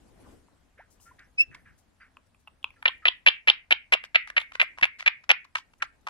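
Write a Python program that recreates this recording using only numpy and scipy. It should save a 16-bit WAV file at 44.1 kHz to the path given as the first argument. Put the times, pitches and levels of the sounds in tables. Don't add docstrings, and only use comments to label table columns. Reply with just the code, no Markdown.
import sys
import numpy as np
from scipy import signal
from scipy.fft import rfft, irfft, next_fast_len
from scipy.io import wavfile
from scipy.ndimage import uniform_filter1d, minimum_filter1d

SR = 44100
rng = np.random.default_rng(int(sys.argv[2]) if len(sys.argv) > 2 else 0)


def nominal_scale(level):
    x = np.asarray(level, float) / 20
    return 10 ** x


def store_pcm(level_fs):
    pcm = np.round(np.clip(level_fs, -1, 1) * 32767).astype(np.int16)
    wavfile.write(sys.argv[1], SR, np.atleast_2d(pcm).T)


N = 268701
LEAN_IN_S = 2.75
DUCK_S = 5.5

# frequency_hz, level_db
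HUM_SPECTRUM = [(12, -37), (20, -0.5), (70, 1.5), (134, -8.5), (274, -11), (300, -18.5), (390, -34.5),
                (660, -120)]
# frequency_hz, level_db
SHUFFLE_SPECTRUM = [(88, -62.5), (180, -12.5), (270, -5), (360, -9), (700, -13), (1370, -22.5), (3500, -32),
                    (5500, -120)]
# frequency_hz, level_db
RUSTLE_SPECTRUM = [(1800, -16), (3000, -4), (5000, -2.5), (8000, -1), (11000, -3.5), (13500, -14),
                   (16000, -23)]
# frequency_hz, level_db
HISS_SPECTRUM = [(120, -37.5), (250, -14.5), (700, -2.5), (1500, -5.5), (2800, -11), (5000, -16),
                 (8000, -31), (16000, -40)]
# time_s, level_db
STIR_LEVEL = [(0, -64), (.17, -62), (.29, -54.5), (.44, -68.5), (.8, -75.5), (1.15, -68), (1.42, -76.5),
              (1.56, -70.5), (1.7, -74.5), (2.6, -77), (2.898, -71.5), (3.499, -82), (3.8, -79.5),
              (4.7, -74), (5.07, -81.5), (5.41, -79), (6.09, -72)]
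# start_s, level_db, cavity_hz, knock_relative_db
LIGHT_PECKS = [(0.4846, -69.5, 2080, 14.5), (1.0012, -59, 2900, 1), (1.1935, -53, 2280, -19),
               (1.55, -38, 2250, -7), (2.1526, -70, 1910, -15), (2.1708, -41.5, 2480, -1),
               (2.348, -55.5, 2430, -8), (2.4755, -40, 2700, -2.7), (2.4809, -41.5, 2690, -5.5),
               (2.63, -44, 3130, -28.5), (2.6436, -16.5, 2577, -15), (2.6444, -25, 3340, -11),
               (2.7056, -43, 2400, -13), (2.743, -60.5, 2040, 2)]
# start_s, level_db, cavity_hz, knock_relative_db
RESET_TICKS = [(2.8278, -29.5, 2020, -7), (2.9828, -55.5, 2360, -21), (3.9507, -24.5, 2570, 0),
               (4.0402, -25, 2300, -13.5), (4.276, -30.5, 2010, -8.5), (4.3034, -23, 1910, -18.5),
               (4.4039, -25.5, 3640, -20), (4.418, -28, 3600, -9), (4.5224, -36, 2370, -4.5),
               (4.5551, -22, 2040, -13.5), (4.6296, -24, 2510, -2), (4.778, -44, 2270, 2.5),
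               (4.7866, -27, 2240, -5.7), (4.8146, -25.5, 2145, -16.5), (4.8544, -14.5, 2750, -14.5),
               (5.0001, -30, 2204, -20), (5.0076, -25, 2250, -16), (5.0272, -25, 2050, -16),
               (5.2407, -39.5, 2190, -9.5), (5.4521, -50.5, 2240, 7), (5.5862, -29.5, 3100, -28.5),
               (5.7384, -49.5, 2590, -5)]
# start_s, start_to_snap_ms, first_db, middle_db, snap_db
BEAK_CLACKS = [(2.860, 22.7, -3, -25, -10), (3.059, 25.8, -2.5, -10, -3.5), (3.267, 20, -2.5, 2, 3.5),
               (3.478, 24.2, -8, 2, 0.5), (3.712, 13.6, -5.5, -6.5, 0.5), (3.927, 12.44, -6, -9.5, -1),
               (4.1504, 9.3, -13, -24, 3.5), (4.37, 12.1, -7.5, -13.5, -4.5), (4.602, 15.1, -4, -10.5, 0),
               (4.831, 12, -5.5, -3, -3), (5.0657, 14.5, -7, -10, -1.5), (5.297, 19.4, -10, 2, -3),
               (5.557, 13, -13, -27, -29.5), (5.8261, 7, -13.5, -29.5, -27),
               (6.073, 14.3, -26.5, -41.5, -33)]
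# time_s, speed_hz_per_ms
BEAK_OPENING = [(3.9, 43), (4.2, 13), (5.1, 12.5), (5.3, 21)]
# time_s, resonance_hz, swell_db
THROAT_TUNING = [(2.7, 920, 0), (2.85, 640, 4.5), (3.5, 560, 3.5), (3.95, 580, 6.5), (4.2, 640, 2.5),
                 (5.1, 700, 1.5), (5.3, 640, 9), (5.55, 1314, 5.5), (5.82, 1619, 8)]
# time_s, centre_hz, level_db, lower_band_relative_db
CRACKLE_TURN = [(2.9, 10300, -14.5, -13), (3.1, 10000, -12, -10), (3.3, 10150, 4, 7.5),
                (3.7, 10550, 1.5, 7), (3.95, 10100, 6.5, 5), (4.2, 9800, -5, 5), (5.1, 9030, 1, 14),
                (5.3, 10500, 11.5, 16), (5.55, 7530, 7, 9)]
# start_s, level_db, swell_ms
SOFT_TAPS = [(.775, -58, 37), (1.055, -66, 45), (1.183, -57.5, 42), (1.38, -65.5, 50), (1.51, -58.5, 50),
             (1.652, -60.5, 43), (2.0, -56.5, 40), (2.757, -69, 22), (2.837, -74, 2.5), (3.02, -59.5, 16),
             (5.799, -57.5, 22), (5.835, -52, 23.6)]
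# start_s, level_db, swell_ms
FEATHER_FLICKS = [(.9, -71.5, 39), (.999, -66.5, 55), (1.776, -74.5, 26), (2.262, -82, 11),
                  (2.391, -81, 23), (4.39, -67.5, 26), (4.62, -60, 12), (4.85, -74, 18), (5.78, -80, 11.7),
                  (6.01, -81, 5)]
# start_s, level_db, swell_ms
BEAK_SCRAPES = [(1.192, -60, 5), (1.545, -53, 6.5), (4.045, -51, 8.8), (4.279, -56.5, 12), (4.532, -59, 24),
                (4.784, -57, 11.5), (4.985, -51.5, 27.4), (5.24, -66.5, 7.4), (5.445, -58.5, 5.9),
                (5.562, -48, 22.6), (5.835, -55, 13)]
# start_s, level_db, swell_ms
PHONE_BUMPS = [
    (1.47, -57.5, 65),
    (1.6, -65.5, 97),
    (1.7, -65.5, 44),
    (3.928, -68.5, 9),
    (4.822, -37.5, 6.6),
]
# start_s, level_db, start_hz, end_hz, length_ms
THROAT_BLOOPS = [(0.787, -47.5, 387, 1066, 28.6), (1.052, -52, 1350, 1410, 62),
                 (1.11, -48.5, 970, 1070, 14), (1.511, -50, 2600, 2580, 10), (2.004, -70, 4700, 4750, 35),
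                 (2.764, -67, 1380, 1330, 49), (2.878, -40.5, 1090, 1046, 27), (2.891, -35, 926, 1156, 7.9),
                 (3.025, -45, 1233, 1477, 78), (4.789, -42, 1085, 974, 12.6), (5.585, -38, 1045, 970, 6.4)]
# time_s, pitch_hz, level_db
CHIRP_PATH = [(1.375, 2490, -65.5), (1.385, 2545, -30), (1.397, 2610, -25), (1.408, 2615, -17.5),
              (1.415, 2620, -22), (1.427, 2685, -34.5), (1.44, 2750, -47.5)]
# multiple, level_db
CHIRP_OVERTONES = [(1, 9.5), (2, -10), (3, -29.5), (4, -78)]
# frequency_hz, level_db
PHONE_SHADOW = [(300, 3.5), (1000, 2), (1750, -1.5), (3200, -.5), (4000, 4), (5200, 14), (11300, 14),
                (13500, 4)]
# frequency_hz, share_of_lead
PHONE_DETOUR = [(300, 0.54), (600, 0.77), (1400, .55), (2100, 0.93)]
# frequency_hz, t60_s
ROOM_DECAY = [(300, .09), (800, 0.028), (1500, 0.25), (2100, 0.4), (2900, 0.22), (3800, 0.15), (5200, 0.15),
              (6500, 0.065)]
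# frequency_hz, level_db
ROOM_TONE = [(300, -10.5), (1000, 16), (2300, -3), (3800, 5), (5300, 10.5), (6500, -8), (12000, -6.5)]


def along(points, hz):
    f, v = np.transpose(points)
    return np.interp(np.log(hz + 1), np.log(f + 1), v)


def at(table, s, column=1):
    columns = np.transpose(table)
    return np.interp(s, columns[0], columns[column])


def unit(x):
    return x / np.sqrt(np.mean(x ** 2) + 1e-20)


def filtered(x, response):
    n = x.shape[-1]
    m = next_fast_len(n + 1024)
    return irfft(rfft(x, m) * response(np.fft.rfftfreq(m, 1 / SR)), m)[..., :n]


def peak(f, hz, width_hz):
    return 1j * f * width_hz / (hz * hz - f * f + 1j * f * width_hz)


def add(track, s, x):
    part = track[round(s * SR):][:len(x)]
    part += x[:len(part)]


def rush(spectrum, alike, patchy_db):
    z = signal.stft(rng.standard_normal((2, N + 512)), nperseg=512)[2]
    field = rng.standard_normal(z.shape[1:])
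    field = uniform_filter1d(uniform_filter1d(field, 8, 0), 6, 1)
    patchy = signal.istft(z * nominal_scale(patchy_db * unit(field)), nperseg=512)[1][:, :N]
    a, b = filtered(patchy, lambda hz: nominal_scale(along(spectrum, hz)))
    turn = np.arccos(np.clip(alike, -1, 1)) / 2
    middle, side = np.cos(turn) * a, np.sin(turn) * b
    return unit(np.array([middle + side, middle - side]))


def air():
    stir_db = at(STIR_LEVEL, np.arange(N) / SR)
    above_rest_db = stir_db + 78.5
    hum = nominal_scale(-69 + 0.53 * above_rest_db) * rush(HUM_SPECTRUM, alike=0.64, patchy_db=0.5)
    shuffle = nominal_scale(stir_db + 1.5) * rush(SHUFFLE_SPECTRUM, alike=0.2, patchy_db=2.5)
    rustle = nominal_scale(-82 + 0.67 * above_rest_db) * rush(RUSTLE_SPECTRUM, alike=0.1, patchy_db=3.5)
    hiss = nominal_scale(-73.5) * rush(HISS_SPECTRUM, alike=0.3, patchy_db=1.5)
    return (hum + shuffle + rustle) * nominal_scale([[1.5], [-1.5]]) + hiss


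def flutters():
    rows = []
    for s, db, hz, knock_db in LIGHT_PECKS + RESET_TICKS:
        ms = 2.2 if s < LEAN_IN_S else 3.73
        rows.append((s, db, hz, ms, knock_db, 7))
    shut_hz, wide_hz = 2252, 3250
    for s, span_ms, first_db, middle_db, snap_db in BEAK_CLACKS:
        steps = [
            (0, first_db, 6.02, 5.5),
            (0.43 * span_ms, middle_db, 0.36 * span_ms, -5),
            (span_ms, snap_db, 4.95, 3.5),
            (span_ms + 4.8, snap_db - 16, 5.5, -13)]
        turn_db = at(CRACKLE_TURN, s, 2)
        swell_db = at(THROAT_TUNING, s, 2)
        for after_ms, db, ms, dry_db in steps:
            hz = min(shut_hz + at(BEAK_OPENING, s) * after_ms, wide_hz)
            knock_db = -26 - 0.32 * db + swell_db + 10.5 * (s > DUCK_S)
            rows.append((s + after_ms / 1000, db, hz, ms, knock_db, dry_db + turn_db))
    return rows


def pulse_train(ms, chance, pulse_hz, jitter, scatter_db, length):
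    rate_hz = pulse_hz * (1 + 0.092 * chance[2, 0])
    times = 0.013 + (np.arange(-6, 6) + 1 + jitter * chance[0]) / rate_hz
    size = np.exp(-(1.67 * (times - 0.012) / (ms / 1000)) ** 4) * nominal_scale(scatter_db * chance[1])
    places = np.clip(np.round(times * SR).astype(int), 0, length - 1)
    return np.bincount(places, size, length)


def beak_cavity(train, hz, width_hz, turned):
    lower = 0.79 if turned else 1

    def response(f):
        inner = peak(f, hz * lower, 1.22 * width_hz) - 0.3 * turned * peak(f, 4040, 2100)
        return peak(f, hz, width_hz) * inner * peak(f, 3090, 3100) / (1 + 1j * f / 5200) ** 2
    return filtered(train, response)


def throat_knock(train, s, db, width_hz, turned):
    hz = np.interp(db, [-31, -24], [1000, at(THROAT_TUNING, s)])

    def response(f):
        inner = peak(f, hz, 0.91 * width_hz) - 1.03 * turned * peak(f, 1300, 740)
        return inner * peak(f, hz, 1100 if turned else width_hz)
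    return filtered(train, response)


def dry_crackle(train, s):
    t = np.arange(len(train)) / SR
    fade = nominal_scale(-60 * t[:400] / 0.0041)
    burst = np.convolve(train, fade)[:len(t)] * rng.standard_normal(len(t))
    hz, lower_db = at(CRACKLE_TURN, s, 1), at(CRACKLE_TURN, s, 3)
    return filtered(burst, lambda f: peak(f, hz, 2900) ** 3 + nominal_scale(lower_db) * peak(f, 5300, 2800) ** 3)


def beak(pulse_hz, jitter, scatter_db, cavity_width_hz):
    out = np.zeros(N)
    for s, db, hz, ms, knock_db, dry_db in flutters():
        chance = rng.standard_normal((3, 12))
        turned = s > LEAN_IN_S
        width_hz = cavity_width_hz if turned else 380
        crackle_db = dry_db - 47 - 0.39 * db - 0.5 * chance[2, 1]
        train = pulse_train(ms, chance, pulse_hz, jitter, scatter_db, SR // 25)
        sounds = (beak_cavity(train, hz, width_hz, turned),
                  throat_knock(train, s, db, width_hz, turned),
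                  dry_crackle(train, s))
        cavity, knock, crackle = [x / np.abs(x).max() for x in sounds]
        flutter = cavity + nominal_scale(knock_db) * knock + nominal_scale(crackle_db + 9) * crackle
        add(out, s - 0.0132, nominal_scale(db + 0.76) * flutter)
    return out


def taps(events, hz, width_hz):
    out, t = np.zeros(N), np.arange(SR // 4) / SR
    for s, db, ms in events:
        u = t / (ms / 1000) * 1.42
        swell = u ** 0.75 * np.exp(-u ** 1.204)
        noise = rng.standard_normal(len(t))
        noise = unit(filtered(noise, lambda f: peak(f, hz, 1.2 * width_hz) ** 4))
        add(out, s, nominal_scale(db + 13) * swell * noise)
    return out


def bloops():
    out = np.zeros(N)
    for s, db, start_hz, end_hz, ms in THROAT_BLOOPS:
        u = np.linspace(0, 1, round(ms * SR / 1000))
        phase = 2 * np.pi * np.cumsum(start_hz + (end_hz - start_hz) * u) / SR
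        add(out, s, nominal_scale(db) * np.sin(np.pi * u) * np.sin(phase))
    return out


def chirp():
    s, hz, db = np.transpose(CHIRP_PATH)
    t = np.arange(N) / SR
    pitch_hz = uniform_filter1d(np.interp(t, s, hz), size=220)
    phase = 2 * np.pi * np.cumsum(pitch_hz) / SR
    tone = sum(nominal_scale(level) * np.sin(k * phase + k) for k, level in CHIRP_OVERTONES)
    rasp = filtered(rng.standard_normal(N), lambda f: peak(f, 10000, 6000) ** 3 + 3 * peak(f, 1600, 700) ** 3)
    waver = unit(filtered(rng.standard_normal(N), lambda f: peak(f, 120, 300) ** 4))
    loudness = uniform_filter1d(nominal_scale(np.interp(t, s, db, left=-120, right=-120)), size=220)
    return loudness * (tone * (1 + 0.15 * waver) + nominal_scale(-35.5) * unit(rasp))


def ports(x, lead_ms, shadow):
    side = np.array([[1], [-1]])

    def response(hz):
        shade = nominal_scale(side * shadow * along(PHONE_SHADOW, hz) / 2)
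        lead_s = along(PHONE_DETOUR, hz) * lead_ms / 1000
        return shade * np.exp(1j * np.pi * side * hz * lead_s)
    return filtered(x, response)


def room(x, wet_db):
    out, step = np.zeros((2, N + SR)), SR // 4
    for start in range(0, N, step):
        hz, t, z = signal.stft(rng.standard_normal((2, SR // 2)), SR, nperseg=128)
        tail_db = -60 * t / along(ROOM_DECAY, hz)[:, None] + along(ROOM_TONE, hz)[:, None]
        tail = signal.istft(z * nominal_scale(tail_db), SR, nperseg=128)[1]
        age = np.arange(tail.shape[1]) / SR
        tail = tail * (1 - np.exp(-age / 0.001)) * nominal_scale(-6 * (age / 0.165) ** 4)
        tail = tail / np.linalg.norm(tail[0])
        wet = signal.fftconvolve(x[None, start:start + step], tail, axes=1)
        out[:, start:start + wet.shape[1]] += wet
    return nominal_scale(wet_db) * out[:, :N]


def scene():
    background = air()
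    near = beak(pulse_hz=620, jitter=0.26, scatter_db=3, cavity_width_hz=620)
    early = near * (np.arange(N) < LEAN_IN_S * SR)
    far = taps(SOFT_TAPS, hz=1728, width_hz=1100) + bloops()
    far += taps(FEATHER_FLICKS, hz=7220, width_hz=9160) + taps(BEAK_SCRAPES, hz=2400, width_hz=4300)
    whistle = chirp()
    left_bumps = taps(PHONE_BUMPS, hz=85, width_hz=249)
    right_bumps = nominal_scale(-3) * taps(PHONE_BUMPS, hz=85, width_hz=249)
    bumps = np.array([left_bumps, right_bumps])
    direct = ports(near - early, lead_ms=0.26, shadow=1) + ports(early, lead_ms=0.054, shadow=0.65)
    direct += ports(whistle, lead_ms=0.19, shadow=0.67) + ports(far, lead_ms=0.074, shadow=0.8)
    behind_hand = np.where(np.arange(N) < DUCK_S * SR, 1, nominal_scale(-5.5))
    to_walls = near * behind_hand + nominal_scale(-4) * far + nominal_scale(-10) * whistle
    return direct + room(to_walls, wet_db=-19) + bumps + background


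def roll_off(x):
    return signal.sosfilt(signal.butter(12, 15950, fs=SR, output="sos"), x)


def record(dry):
    bent = nominal_scale(-1) * dry + nominal_scale(-35.5) * dry ** 2
    needed = np.minimum(1, 0.99 / (np.abs(bent).max(axis=0) + 1e-9))
    gain = uniform_filter1d(minimum_filter1d(needed, size=161), size=81)
    return roll_off(bent * gain)


dry = scene()
out = record(dry)
store_pcm(out)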